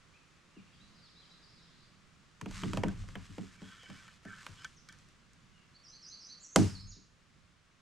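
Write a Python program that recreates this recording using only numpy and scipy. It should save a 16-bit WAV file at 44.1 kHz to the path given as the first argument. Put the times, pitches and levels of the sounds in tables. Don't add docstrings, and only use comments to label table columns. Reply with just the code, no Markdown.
import sys
import numpy as np
from scipy import signal
from scipy.fft import rfft, irfft, next_fast_len
from scipy.io import wavfile
from scipy.ndimage import uniform_filter1d

SR = 44100
rng = np.random.default_rng(int(sys.argv[2]) if len(sys.argv) > 2 else 0)


def persist_wave(psi):
    counts = np.round(np.clip(psi, -1, 1) * 32767).astype(np.int16)
    wavfile.write(sys.argv[1], SR, np.atleast_2d(counts).T)


N = 344408

# start/s, strongest/s, end/s, cloth/dB, seat creak/dB
BODY_MOVES = [(2.36, 2.44, 2, -70, -110), (2.48, 2.64, 2.8, -49, -81.5), (2.8, 2.92, 3.22, -63.5, -83),
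              (3.02, 3.12, 3.59, -62, -102), (3.46, 3.88, 4.18, -61.5, -116),
              (4.23, 4.46, 4.75, -60.5, -120), (4.85, 4.92, 5.17, -71.5, -122),
              (6.64, 6.76, 6.93, -86, -88.5)]


def undb(db):
    return 10 ** (np.asarray(db) / 20)


def unit(x):
    return x / np.sqrt(np.mean(x ** 2))


def curve(table, column):
    rows = np.array(table)
    return np.interp(np.arange(N) / SR, rows[:, 0], rows[:, column])


def colour(x, points):
    size = next_fast_len(x.shape[-1])
    hz, db = np.transpose(points)
    bin_hz = np.arange(size // 2 + 1) * SR / size
    gain = undb(np.interp(np.log(bin_hz + 1), np.log(hz), db))
    return irfft(rfft(x, size) * gain, size)[..., :x.shape[-1]]


def ring(x, hz, t60):
    r, w = np.exp(-np.log(1000) / (t60 * SR)), 2 * np.pi * hz / SR
    return signal.lfilter([0, r * np.sin(w)], [1, -2 * r * np.cos(w), r * r], x)


def walk(rate):
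    hold = int(SR / rate)
    steps = np.repeat(rng.standard_normal(N // hold + 1), hold)
    return unit(uniform_filter1d(uniform_filter1d(steps, hold), hold)[:N])


def pair(like, length=N):
    mid, side = rng.standard_normal((2, length))
    return np.sqrt((1 + like) / 2) * mid + np.sqrt((1 - like) / 2) * side * np.array([[1], [-1]])


def add(out, s, x):
    i = int(s * SR)
    out[..., i:i + x.shape[-1]] += x[..., :max(N - i, 0)]


def grains(rate, scatter_db):
    contacts = (rng.random(N) < rate / SR) * rng.choice([-1, 1], N)
    return unit(contacts * undb(scatter_db * np.minimum(rng.exponential(size=N), 5)))


def gestures(rows, column, edge_db=-10, roundness=2.84):
    t, power = np.arange(N) / SR, 1e-20
    for row in rows:
        away = np.interp(t, row[:3], [1, 0, 1])
        power = power + (away < 1) * undb(row[column] + edge_db * away ** roundness) ** 2
    return 10 * np.log10(power)


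def hush():
    # t/s, level/dB, bass swell/dB
    ride = [(0., -62.5, -2.5), (5., -63, 2), (6.5, -63.5, -4.5), (7.1, -67, 2), (7.81, -66.5, -1.5)]
    # f/Hz, level/dB
    spectrum = [(25, -9), (90, -7), (170, -4), (260, -13.5), (420, -19.5), (850, -24), (1150, -17),
                (2300, -21), (4100, -25), (7000, -29), (10000, -39.5), (13000, -55), (16000, -54)]
    # f/Hz, left minus right/dB
    balance = [(60, -2), (200, -4.5), (700, -4), (2400, 1), (15000, -0.5)]
    hz, lean_db = np.transpose(balance)
    left, right = unit(colour(pair(0.57), spectrum))
    air = np.array([colour(left, np.c_[hz, lean_db / 2]), colour(right, np.c_[hz, -lean_db / 2])])
    bass = signal.sosfilt(signal.butter(2, 400, fs=SR, output="sos"), air)
    swell = undb(curve(ride, 2) + 1.1 * walk(5.6))
    return undb(curve(ride, 1) + 0.51 * walk(7.5)) * (air - bass + swell * bass)


def banks(x, t60, rise_ms, like):
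    t = np.arange(SR) / SR
    tail = pair(like, len(t)) * (1 - np.exp(-t / (rise_ms / 1000))) * np.exp(-np.log(1000) * t / t60)
    return signal.fftconvolve(x[None], tail / np.sqrt(np.sum(tail[0] ** 2)), axes=1)[:, :N]


def whistles(notes, warble):
    out, waver = np.zeros(N), 1 + warble * walk(150)
    for s, length, *hz, db in notes:
        u = np.linspace(0, 1, int(length * SR))
        glide = np.polyval(np.polyfit([0, .5, 1], hz, 2), u)
        pitch = glide * waver[int(s * SR):][:len(u)]
        add(out, s, undb(db) * np.sin(np.pi * u) ** .5 * np.sin(2 * np.pi * np.cumsum(pitch) / SR))
    return out


def chatter(db=-66.5, low_hz=3930, high_hz=5720, fall_hz=1215, count=70):
    when, height, fall, softness = rng.random((count, 4)).T
    start_hz = low_hz + (high_hz - low_hz) * height
    end_hz = start_hz - fall_hz * (1 + fall) / 2
    middle_hz = (start_hz + end_hz) / 2
    return np.c_[.7 + 1.1 * when, np.full(count, .04), start_hz, middle_hz, end_hz, db - 6 * softness]


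def warblers():
    # t/s, length/s, start f/Hz, middle f/Hz, end f/Hz, level/dB
    far_notes = [(0.133, 0.045, 2230, 2490, 2700, -56.5), (0.551, 0.055, 2960, 2660, 2210, -58),
                 (.665, 0.03, 2880, 2660, 2080, -59.5), (0.728, 0.03, 3560, 3210, 2960, -61),
                 (0.799, 0.034, 3650, 3910, 4130, -55.5), (0.942, 0.038, 5000, 4800, 4730, -62),
                 (1.012, 0.088, 4820, 4270, 2860, -56.5), (1.15, 0.075, 3450, 3980, 3950, -54.5),
                 (1.215, 0.036, 3470, 3260, 2950, -59), (1.305, 0.0226, 3770, 3940, 4130, -53.5),
                 (1.422, 0.036, 5260, 4760, 4500, -57.5), (1.575, 0.023, 3940, 3880, 3530, -57),
                 (5.52, 0.12, 2905, 2800, 2490, -65), (4.762, 0.03, 6620, 5900, 4400, -54)]
    near_notes = [(5.74, 0.031, 4100, 4500, 4670, -67.5), (6.39, 0.048, 6470, 7280, 8080, -64.5),
                  (6.424, 0.027, 7360, 6200, 5340, -57), (6.485, 0.12, 6200, 6990, 8400, -60.5),
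                  (6.658, 0.037, 4820, 5130, 5580, -59.5), (6.743, 0.028, 4740, 4360, 3780, -55.5),
                  (6.788, 0.038, 4660, 5110, 5320, -63.5), (6.866, 0.0304, 6260, 6620, 6830, -60.5),
                  (6.903, 0.026, 6810, 4950, 3500, -60.5)]
    # same columns, t/s from the motif's start
    motif = [(0., .04, 5800, 5150, 4634, 3.5), (0.042, 0.039, 5490, 6080, 6295, 3.5),
             (0.081, .055, 3870, 4378, 4676, 4)]
    # t/s, level/dB
    entries = [(5.833, -66.5), (6.018, -61.5), (6.198, -62.5)]
    repeats = [(start + s, *note, db + entry_db) for start, entry_db in entries for s, *note, db in motif]
    near = whistles(near_notes + repeats, warble=.009)
    far = whistles(far_notes, warble=.014)
    near_song = undb(1.5) * near + undb(10) * banks(near, t60=.5, rise_ms=2.3, like=.88)
    hidden = whistles(chatter(), warble=.0071)
    far_song = .45 * far + banks(.5 * far + 1.1 * hidden, t60=.7, rise_ms=8, like=.5)
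    return near_song * undb([[-1.2], [1.2]]) + far_song


def cloth():
    # f/Hz, level/dB
    spectrum = [(720, -12), (1120, 7.5), (2070, 5), (7640, -1.5), (10500, -15), (12500, -20.5),
                (16000, -52)]
    crackle = grains(rate=1500, scatter_db=2.8)
    rub = (0.5 * pair(0.79) + 0.6 * crackle) * undb(2.2 * walk(30))
    return undb(gestures(BODY_MOVES, column=3)) * unit(colour(rub, spectrum))


def reel(click_db=-17.5, rasp_db=-27):
    # start/s, strongest/s, end/s, whir/dB, tilt/(dB per octave)
    turns = [(3.457, 3.924, 4.13, -83.5, 3.5), (4.245, 4.325, 4.42, -74, -11),
             (4.568, 4.625, 4.69, -85.5, 6)]
    # t/s, level/dB, decay/ms, tilt/(dB per octave)
    clicks = [(2.883, -42, 1.5, -5), (4.0801, -50.5, 4.7, -5), (4.6448, -45, 6.7, -0.5),
              (4.887, -53, 14, -1), (4.922, -60, 10, -5)]
    # f/Hz, level/dB, t60/s
    modes = [(1350, -6, .05), (1540, 1, .055), (1760, -1, .05), (2270, -4, .035), (3030, -7, .05),
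             (3290, -8, .045), (5040, -13, .03)]
    starts, tilts = np.array(turns)[:, [0, 4]].T
    current_turn = np.maximum(np.searchsorted(starts, np.arange(N) / SR) - 1, 0)
    tilt = tilts[current_turn]
    whir_db = gestures(turns, column=3, edge_db=-14, roundness=1.6)
    teeth = undb(whir_db) * grains(rate=1200, scatter_db=2.5)
    strikes, t = np.zeros((len(modes), N)), np.arange(SR // 50) / SR
    octaves = np.log2(np.array(modes)[:, :1] / 1540)
    for s, db, decay_ms, click_tilt in clicks:
        burst = np.exp(-t / (decay_ms / 1000)) * rng.standard_normal(len(t))
        add(strikes, s, undb(db + click_db + click_tilt * octaves) * burst)
    rasp = undb(rasp_db + 0.9 * tilt) * teeth
    body = colour(rasp, [(900, -27), (1300, 3), (3500, -3), (9000, -4), (13000, -39)])
    for (hz, db, t60), strike, octave in zip(modes, strikes, octaves):
        flicker_db, sway_samples = 4 * walk(30), .0002 * SR * walk(20)
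        whir = ring(teeth * undb(flicker_db + tilt * octave), hz, t60)
        wavering = np.interp(np.arange(N) + sway_samples, np.arange(N), whir)
        body += undb(db) * (ring(strike, hz, t60) + wavering)
    return colour(body, [(800, -47), (1250, 1)])


def gear_ticks(mid_db=1.5, top_db=11.5, shell_db=-27, snap_db=10.5,
               mid_ms=2.97, top_ms=1.9, scrape_ms=4.4, tail_ms=54, spread_ms=2):
    # t/s, mids/dB, treble/dB, shell/dB
    contacts = [(2.4135, -31, -47.5, -53), (2.46, -32.5, -59, -46), (2.511, -39.5, -51, -58),
                (2.6357, -23.5, -62, -42), (2.7338, -26, -45.5, -38), (2.773, -24, -43, -32.5),
                (2.836, -20.5, -44.5, -28), (2.8617, -42, -70, -54), (2.884, -38, -50.5, -62),
                (3.038, -48.5, -74, -61), (3.088, -39.5, -58, -55.5), (3.1551, -26.5, -58, -44.5),
                (3.3826, -35, -62, -43.5), (3.619, -42, -63, -52), (3.833, -46, -60, -57.5),
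                (3.9012, -40, -60, -52.5), (4.0803, -48, -66, -79), (4.2527, -40.5, -60, -50.5),
                (4.4658, -28.5, -47.5, -51), (4.6469, -39.5, -46.5, -61.5), (4.889, -68, -53.5, -76),
                (4.926, -60, -57, -79), (4.988, -67, -61.5, -85), (5.088, -58, -65, -80),
                (5.334, -70, -64, -80), (6.5608, -9, -19, -17.5)]
    # f/Hz, level/dB
    top_band = [(2000, -22), (3000, -10), (4500, 1.5), (6200, 1.5), (9700, -6.5), (11100, -18),
                (14000, -23.5), (16000, -63)]
    # f/Hz, level/dB, t60/s
    shell_modes = [(531.6, -5, 0.06), (604.7, 2.5, 0.038), (651, -3.5, 0.049), (709.4, -2.5, 0.071),
                   (799, -4, .08), (941, -7, 0.055), (1510, -13, 0.06)]
    mid_band = [(500, -48.5), (900, 6), (3200, -3), (4800, -35)]
    t = np.arange(SR // 4) / SR
    rattle = undb(-25.5) * np.exp(-t / (tail_ms / 1000))
    mid_env = np.exp(-t / (mid_ms / 1000)) * (1 - np.exp(-t / .00072)) + rattle
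    top_env = np.exp(-t / (top_ms / 1000)) * (1 - np.exp(-t / .00046)) + rattle
    scrape_env = np.exp(-t / (scrape_ms / 1000)) + undb(-16.5) * np.exp(-t / .04)
    bin_hz = np.arange(len(t) // 2 + 1) * SR / len(t)
    chirp = undb(snap_db) * irfft(np.exp(-4j * np.pi * spread_ms / 1000 * np.sqrt(1000 * bin_hz)), len(t))
    mid_snap, top_snap = np.zeros((2, N))
    mid_crack, top_crack, scrape = np.zeros((3, 2, N))
    for s, db, treble_db, knock_db in contacts:
        onset, mid_gain, top_gain = s - .001, undb(db + mid_db), undb(treble_db + top_db)
        add(mid_snap, onset, mid_gain * chirp)
        add(top_snap, onset, top_gain * chirp)
        add(mid_crack, onset, mid_gain * mid_env * pair(0.93, len(t)))
        add(top_crack, onset, top_gain * top_env * pair(0.91, len(t)))
        add(scrape, s, undb(knock_db + shell_db) * scrape_env * pair(0.89, len(t)))
    snap = colour(mid_snap, mid_band) + colour(top_snap, top_band)
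    crack = colour(mid_crack, mid_band) + colour(top_crack, top_band)
    deck = sum(undb(db) * ring(scrape, hz, t60) for hz, db, t60 in shell_modes)
    deck += colour(scrape, [(250, -13), (450, 29.5), (900, 17), (1600, -8)])
    return snap, crack, deck


def hull_blows(drop_s=6.564, drop_db=-13.5, bounce_gap_s=.019):
    # t/s, level/dB, tilt/(dB per octave), set by where the blow lands
    thuds = [(0.571, -44, 9), (2.418, -35.5, -10), (2.464, -31.5, 6.5), (2.633, -26, -0.5),
             (2.66, -24.5, 2), (2.735, -28.5, 0), (2.773, -24, -8), (2.848, -19.5, -3.5), (2.989, -50, -28),
             (3.158, -37, -5), (3.293, -43.5, -15.5), (3.383, -31, 5), (3.4, -36, 3.5), (3.62, -38, -3),
             (3.895, -38.5, -3), (4.255, -38.5, 5), (4.485, -47, -19.5), (6.632, -31, -9),
             (6.967, -47.5, -1)]
    return thuds + [(drop_s + k * bounce_gap_s, drop_db - .7 * k * k, 1.5 + 2 * k) for k in range(4)]


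def hull(push_db=-13.5, contact_ms=2.6, rattle_db=-38.5, rattle_ms=29.7, travel_ms=14):
    # f/Hz, level/dB, t60/s, left minus right/dB
    modes = [(36, -18, 0.3, -4.5), (83, -12, 0.25, 9), (96, -11, .36, 4), (107, -6, 0.3, 2),
             (136.65, -8, 0.22, 11.5), (163.7, -5, 0.22, 4), (192, 4, 0.18, 0), (241, -4, 0.088, -12),
             (275, -3, 0.15, -6), (315.2, -6, 0.14, -2), (374.6, -3, 0.047, 6), (430, -7, 0.078, -9.5)]
    blows, sides = hull_blows(), np.array([[1], [-1]])
    spots = rng.standard_normal((len(blows), len(modes), 2))
    push = np.hanning(int(contact_ms * SR / 1000) + 2)
    push /= push.sum()
    creak = undb(gestures(BODY_MOVES, column=4)) * pair(0.82)
    t = np.arange(SR // 3) / SR
    rattle, out = np.zeros((2, 2, N))
    for s, blow_db, _ in blows:
        add(rattle, s, undb(blow_db + rattle_db) * np.exp(-t / (rattle_ms / 1000)) * pair(0.44, len(t)))
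    for k, (hz, db, t60, pan_db) in enumerate(modes):
        force = rattle + creak * undb(-11 * np.log2(hz / 190))
        lag_s = travel_ms / 1000 * (np.sqrt(400 / hz) - 1.3)
        octave = np.log2(max(hz, 90) / 190)
        for (s, blow_db, tilt), (coupling, lean) in zip(blows, spots[:, k]):
            strength = undb(blow_db + push_db + tilt * octave + 1.5 * coupling)
            add(force, s + lag_s, strength * (1 + .2 * lean * sides) * push)
        out += undb(db + sides * pan_db / 2) * (-1) ** k * ring(force, hz, t60)
    return out


def scene():
    snap, crack, deck = gear_ticks()
    gear = (snap + crack + deck + reel()) * undb([[-.4], [.4]])
    echo_send = colour(snap, [(400, -9.5), (1500, 1.5), (8000, -.5), (14000, -1)])
    echo = undb(-9) * banks(echo_send, t60=.48, rise_ms=44, like=.65)
    return gear + echo + warblers() + hull() + cloth() + hush()


def record(dry):
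    return signal.sosfilt(signal.ellip(8, .2, 70, 15800, fs=SR, output="sos"), dry)


dry = scene()
out = record(dry)
persist_wave(out)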